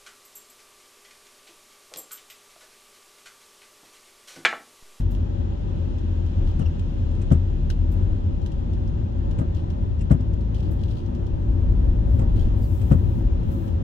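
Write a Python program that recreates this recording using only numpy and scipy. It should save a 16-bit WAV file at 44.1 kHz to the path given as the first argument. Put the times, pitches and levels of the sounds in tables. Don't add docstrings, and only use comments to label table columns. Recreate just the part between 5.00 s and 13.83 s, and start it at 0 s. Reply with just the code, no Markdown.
import sys
import numpy as np
from scipy import signal
from scipy.fft import rfft, irfft, next_fast_len
from scipy.io import wavfile
from scipy.ndimage import map_coordinates

SR = 44100
rng = np.random.default_rng(int(sys.argv[2]) if len(sys.argv) > 2 else 0)


def digitize_waveform(pressure):
    field = np.atleast_2d(pressure).T
    bounded = np.clip(field, -1, 1)
    quanta = np.round(bounded * 32767).astype(np.int16)
    wavfile.write(sys.argv[1], SR, quanta)


N = 389403

BASS_LEFT_DB = 2.4
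# frequency in Hz, relative level in dB.
RUBBER = [(3000, -18), (6000, -3), (8500, -3), (10300, -5.5), (12500, 1), (15500, -1)]
DROP = [(700, -21.5), (1500, 10.5), (2200, -8.5), (3000, 7.5), (4000, -5.5), (6000, -5.5), (8500, -16),
        (15500, -27)]
SPRAY = [(2000, -19), (3000, 6.5), (4000, -0.5), (5200, -6), (8000, -15.5), (15500, -24)]


def amp(db):
    return 10 ** (np.asarray(db) / 20)


def unit(x):
    return x / np.sqrt(np.mean(x ** 2) + 1e-20)


def curves(rows):
    times, *columns = np.transpose(rows)
    return [np.interp(np.arange(N) / SR, times, column) for column in columns]


def wobble(rate):
    knots = rng.standard_normal(int(N * rate / SR) + 4)
    return map_coordinates(knots, [np.arange(N) * rate / SR])


def swells(rows, attack, release):
    t = np.arange(N) / SR
    gains = []
    for start, length, db in rows:
        outside = np.maximum((start - t) / attack, (t - start - length) / release)
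        gains.append(amp(db - 20 * np.maximum(outside, 0)))
    return np.max(gains, axis=0)


def peaks_db(rows, hz):
    return sum(db / (1 + (2 * (hz - centre) / width) ** 2) for centre, width, db in rows)


def filtered(x, response):
    n = x.shape[-1]
    padded = next_fast_len(n + 8192)
    return irfft(rfft(x, padded) * response(np.fft.rfftfreq(padded, 1 / SR)), padded)[..., :n]


def noise(spectrum, size=N):
    points_hz, db = np.transpose(spectrum)

    def colour(hz):
        low_cut = np.minimum(hz / points_hz[0], 1) ** 2
        return amp(np.interp(np.log(hz + 1), np.log(points_hz), db)) * low_cut
    return unit(filtered(rng.standard_normal(size), colour))


def stereo(mid, side, left_db):
    return np.array([(mid + side) * amp(left_db / 2), (mid - side) * amp(-left_db / 2)])


def burst(spectrum, rise, t60, side_db, left_db):
    t = np.arange(SR // 4) / SR
    shape = np.minimum(t / rise, 1) ** 2 * amp(-60 * np.maximum(t - rise, 0) / t60)
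    mid, side = noise(spectrum, len(t)), amp(side_db) * noise(spectrum, len(t))
    return shape * unit(stereo(mid, side, left_db))


def add(track, start, sound):
    if start >= 0:
        part = track[:, round(start * SR):][:, :sound.shape[1]]
        part += sound[:, :part.shape[1]]


def engine():
    # time in seconds, firing rate in Hz, level in dB.
    revs = [(0, 47.45, -21), (.5, 45.18, -29), (1.1, 42.39, -26), (2.2, 38.59, -27), (2.85, 38.64, -22),
            (3.1, 46.34, -30), (3.55, 48.7, -34.5), (3.95, 55.1, -25), (4.6, 51.46, -31),
            (5.45, 54.63, -22.5), (6.25, 53.53, -32), (6.65, 55.47, -22.5), (8.83, 55.5, -29.5)]
    orders = [-2, -8, -22.5, -24]
    # centre in Hz, width in Hz, lift in dB.
    booms = [(83.6, 12, 8), (159.5, 15, 7)]
    firing_hz, hum_db = curves(revs)
    phase = 2 * np.pi * np.cumsum(firing_hz * (1 + .0037 * wobble(12))) / SR
    hum = np.zeros(N)
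    for order, order_db in enumerate(orders, 1):
        level = amp(hum_db + order_db + peaks_db(booms, order * firing_hz) + 1.5 * wobble(3.4))
        hum += level * np.sqrt(2) * np.sin(order * phase + rng.uniform(0, 2 * np.pi))
    return stereo(hum, 0, BASS_LEFT_DB)


def tyres():
    # time in seconds, then roar, wet hiss and body shake in dB.
    road = [(0, -27.5, -62, -40), (1.6, -28, -59.5, -39.5), (3.4, -27, -62.5, -32.5),
            (6.2, -26.5, -64, -33.5), (6.9, -24.5, -63, -32.5), (7.8, -25, -61.5, -35.5),
            (8.83, -25.3, -62, -39)]
    # start in seconds, length in seconds, shake in dB.
    bumps = [(1.45, 0.13, -22.5), (3.08, 0.042, -24), (6.42, 0.14, -24), (6.7, 0.34, -21),
             (7.28, 0.24, -21), (8.22, .12, -24)]
    # centre in Hz, width in Hz, lift in dB.
    cabin_modes = [(82, 20, 3), (259, 18, 4), (346, 120, 2.5), (546, 26, 9.5), (600, 23, 7), (791, 37, 5),
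                   (987, 35, 5), (1810, 200, 3)]
    # frequency in Hz, relative level in dB.
    sprung_body = [(15, -19), (25, -5), (42, 0), (52, -2), (65, -14), (120, -45), (400, -120)]
    roar_mid = [(35, -66.5), (60, -3.5), (92, 2), (130, -12.5), (156, -11), (248, -16), (285, -24),
                (333, -18.5), (407, -28.5), (545, -34.5), (677, -39), (980, -44.5), (1180, -51.5),
                (1490, -51.5), (2400, -59.5), (3120, -115.5), (5280, -120)]
    roar_side = [(35, -46.5), (60, -2.5), (91, 7.5), (111, -10), (130, -13.5), (151, -2), (182, -22),
                 (237, -10), (318, -10.5), (475, -19), (554, -19), (840, -22.5), (951, -23), (1040, -24),
                 (2400, -54.5), (3120, -82), (5280, -120)]
    water_film = [(1400, 2.5), (2200, -5), (2850, 1.5), (3500, -1), (4600, -9.5), (7000, -13), (8500, -25),
                  (11000, -32), (15500, -33.5)]
    roar_db, wet_db, shake_db = curves(road)
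    asphalt_db = .7 * wobble(7)
    shake_gain = np.hypot(amp(shake_db), swells(bumps, attack=.15, release=.25))
    shake = shake_gain * stereo(noise(sprung_body), 0, BASS_LEFT_DB)
    roar = stereo(noise(roar_mid), amp(-8) * noise(roar_side), left_db=3)
    roar = filtered(roar, lambda hz: amp(peaks_db(cabin_modes, hz)))
    hiss = stereo(noise(water_film), amp(1) * noise(water_film), left_db=3)
    return shake + amp(roar_db + asphalt_db) * roar + amp(wet_db + asphalt_db / 2) * hiss


def thud():
    # frequency in Hz, level in dB, seconds to fall 60 dB.
    screen_modes = [(84, -20, .3), (124, -10, .066), (152, 0, .032), (248, -18, .085), (360, -26, .05)]
    t = np.arange(SR // 4) / SR
    ring = -sum(amp(db + rng.normal(0, 1) - 60 * t / t60) * np.sin(2 * np.pi * hz * t)
                for hz, db, t60 in screen_modes)
    ring *= (1 - np.exp(-t / .0046)) ** 2
    return stereo(ring / np.abs(ring).max(), 0, left_db=7)


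def wipers(thump_db=-5.5, park_db=-54.5, park_after_s=.594):
    # time of the turn in seconds, slap in dB, click in dB. Of the first, only parking is heard.
    sweeps = [(-.494, -23, -42), (2.3132, -23.5, -42), (5.1074, -22, -43.5), (7.9121, -21.5, -45)]
    # seconds before the turn, click in dB, knock in dB.
    play = [(.723, -48, -18), (.699, -57, -18), (.1, -49.5, -36)]
    # seconds after the turn, relative level in dB.
    blows = [(0, 0), (.0142, -6), (.038, -10)]
    # frequency in Hz, relative level in dB.
    slap = [(200, -21.5), (400, 6.5), (570, 14.5), (850, -3), (1250, -2.5), (1900, -14), (2500, -29.5),
            (4000, -41), (15000, -45)]
    linkage = [(1200, -3), (2900, 1.5), (4200, -8.5), (6000, -7.5), (7400, -2), (9300, -8.5),
               (11000, -23.5), (15500, -30)]
    out = np.zeros((2, N))
    for turn, slap_db, click_db in sweeps:
        for lead, play_db, knock_db in play:
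            click = burst(linkage, rise=.0062, t60=.064, side_db=1.5, left_db=1.5)
            knock = thud() + amp(-15.5) * burst(slap, rise=.007, t60=.14, side_db=6, left_db=-2)
            add(out, turn - lead - .002, amp(play_db) * click)
            add(out, turn - lead, amp(knock_db) * knock)
        lip_unsticking = burst(DROP, rise=.003, t60=.021, side_db=-10, left_db=6)
        add(out, turn - .01, amp(click_db - 5) * lip_unsticking)
        for lag, db in blows:
            add(out, turn + lag, amp(thump_db + db) * thud())
        add(out, turn - .006, amp(slap_db) * burst(slap, rise=.008, t60=.13, side_db=7, left_db=0))
        add(out, turn + .002, amp(click_db) * burst(linkage, rise=.004, t60=.08, side_db=-1, left_db=4))
        scuff = burst(RUBBER, rise=.012, t60=.16, side_db=0, left_db=-2)
        soft_slap = amp(8) * burst(slap, rise=.015, t60=.17, side_db=5, left_db=.5)
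        add(out, turn + park_after_s, amp(park_db) * (scuff + soft_slap))
    return out


def rain(light_per_s=1.5, light_db=-48, spread_db=1.5, edge_hz=2300):
    # start in seconds, level in dB.
    heavy = [(.148, -43), (1.262, -46.5), (1.486, -48), (1.794, -42.5), (2.7008, -30), (3.461, -39.5),
             (3.518, -44.5), (3.7327, -45.5), (4.31, -42.5), (4.5467, -43.5), (4.7018, -43),
             (5.3342, -45.5), (5.544, -43), (6.149, -45.5), (6.266, -46.5)]
    out = np.zeros((2, N))
    chance = rng.random((round(light_per_s * N / SR), 2))
    light = [(when * N / SR, light_db + spread_db * (1 - 2 * softness)) for when, softness in chance]
    for start, db in heavy + light:
        tick = burst(DROP, rise=.0012, t60=.022, side_db=-1, left_db=3)
        splash = amp(-13) * burst(SPRAY, rise=.006, t60=.08, side_db=1.5, left_db=1)
        low_edge = edge_hz * amp(-(db + 43) / 2)
        drop = filtered(tick + splash, lambda hz: hz ** 4 / (hz ** 4 + low_edge ** 4))
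        add(out, start, amp(db) * drop)
    return out


def spatter(drops_per_s=330, spread_db=1.8, t60=.023):
    # start in seconds, length in seconds, level in dB.
    flurries = [(1.47, .03, -66), (4.55, .05, -67), (5.545, .115, -62.5), (5.79, .22, -63.5),
                (7.365, .08, -62.5)]
    hits = rng.random(N) < drops_per_s / SR
    sizes = hits * amp(spread_db * rng.standard_normal(N)) * swells(flurries, attack=.015, release=.095)
    decay = amp(-60 * np.arange(SR // 10) / SR / t60)
    patter = signal.fftconvolve(sizes, decay)[:N]
    return patter * stereo(noise(SPRAY), noise(SPRAY), left_db=.5)


def squeaks(octave_db=-10.5, sag_per_s=2.3):
    # start in seconds, pitch in Hz, level in dB, length in seconds.
    catches = [(1.602, 2900, -50.5, 0.032), (1.654, 2790, -48, 0.021), (4.997, 2730, -55, 0.033),
               (7.392, 3289, -57, 0.04), (7.61, 4730, -64, 0.065)]
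    out = np.zeros((2, N))
    for start, hz, db, length in catches:
        t = np.arange(round(length * SR)) / SR
        unsteady = .04 * map_coordinates(rng.standard_normal(100), [700 * t])
        pitch = hz * (1 + unsteady - sag_per_s * (t - length / 2))
        phase = 2 * np.pi * np.cumsum(pitch) / SR
        chirp = np.sin(np.pi * t / length) * (np.sin(phase) + amp(octave_db) * np.sin(2 * phase))
        add(out, start, stereo(amp(db) * chirp, 0, left_db=8))
    return out


def high_hiss():
    # start in seconds, length in seconds, level in dB.
    hisses = [(6.4, 0.58, -79.5), (7.11, 0.074, -69), (7.375, 0.054, -68.5), (7.62, 0.31, -61.5),
              (7.95, 0.25, -68), (8.5, 0.17, -65.5)]
    level = swells(hisses, attack=.11, release=.11) * amp(.8 * wobble(43))
    return level * stereo(noise(RUBBER), noise(RUBBER), left_db=2)


def cabin(x, wet_db=-7, t60=.069):
    t = np.arange(SR // 8) / SR
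    tail = rng.standard_normal((2, len(t))) * amp(-60 * t / t60) * (t > .001)
    tail /= np.linalg.norm(tail, axis=1, keepdims=True)
    tail = filtered(tail, lambda hz: hz ** 2 / (hz ** 2 + 900 ** 2))
    return x + amp(wet_db) * signal.fftconvolve(x, tail, axes=1)[:, :N]


def scene():
    return cabin(engine() + tyres() + wipers() + squeaks() + high_hiss() + spatter() + rain())


def record(dry, top_hz=15850):
    rounded = dry / (1 + np.abs(dry) ** 12) ** (1 / 12)
    eased = rounded * signal.windows.tukey(N, .001)
    return signal.sosfilt(signal.ellip(12, .1, 80, top_hz, fs=SR, output="sos"), eased)


dry = scene()
out = record(dry)
digitize_waveform(out)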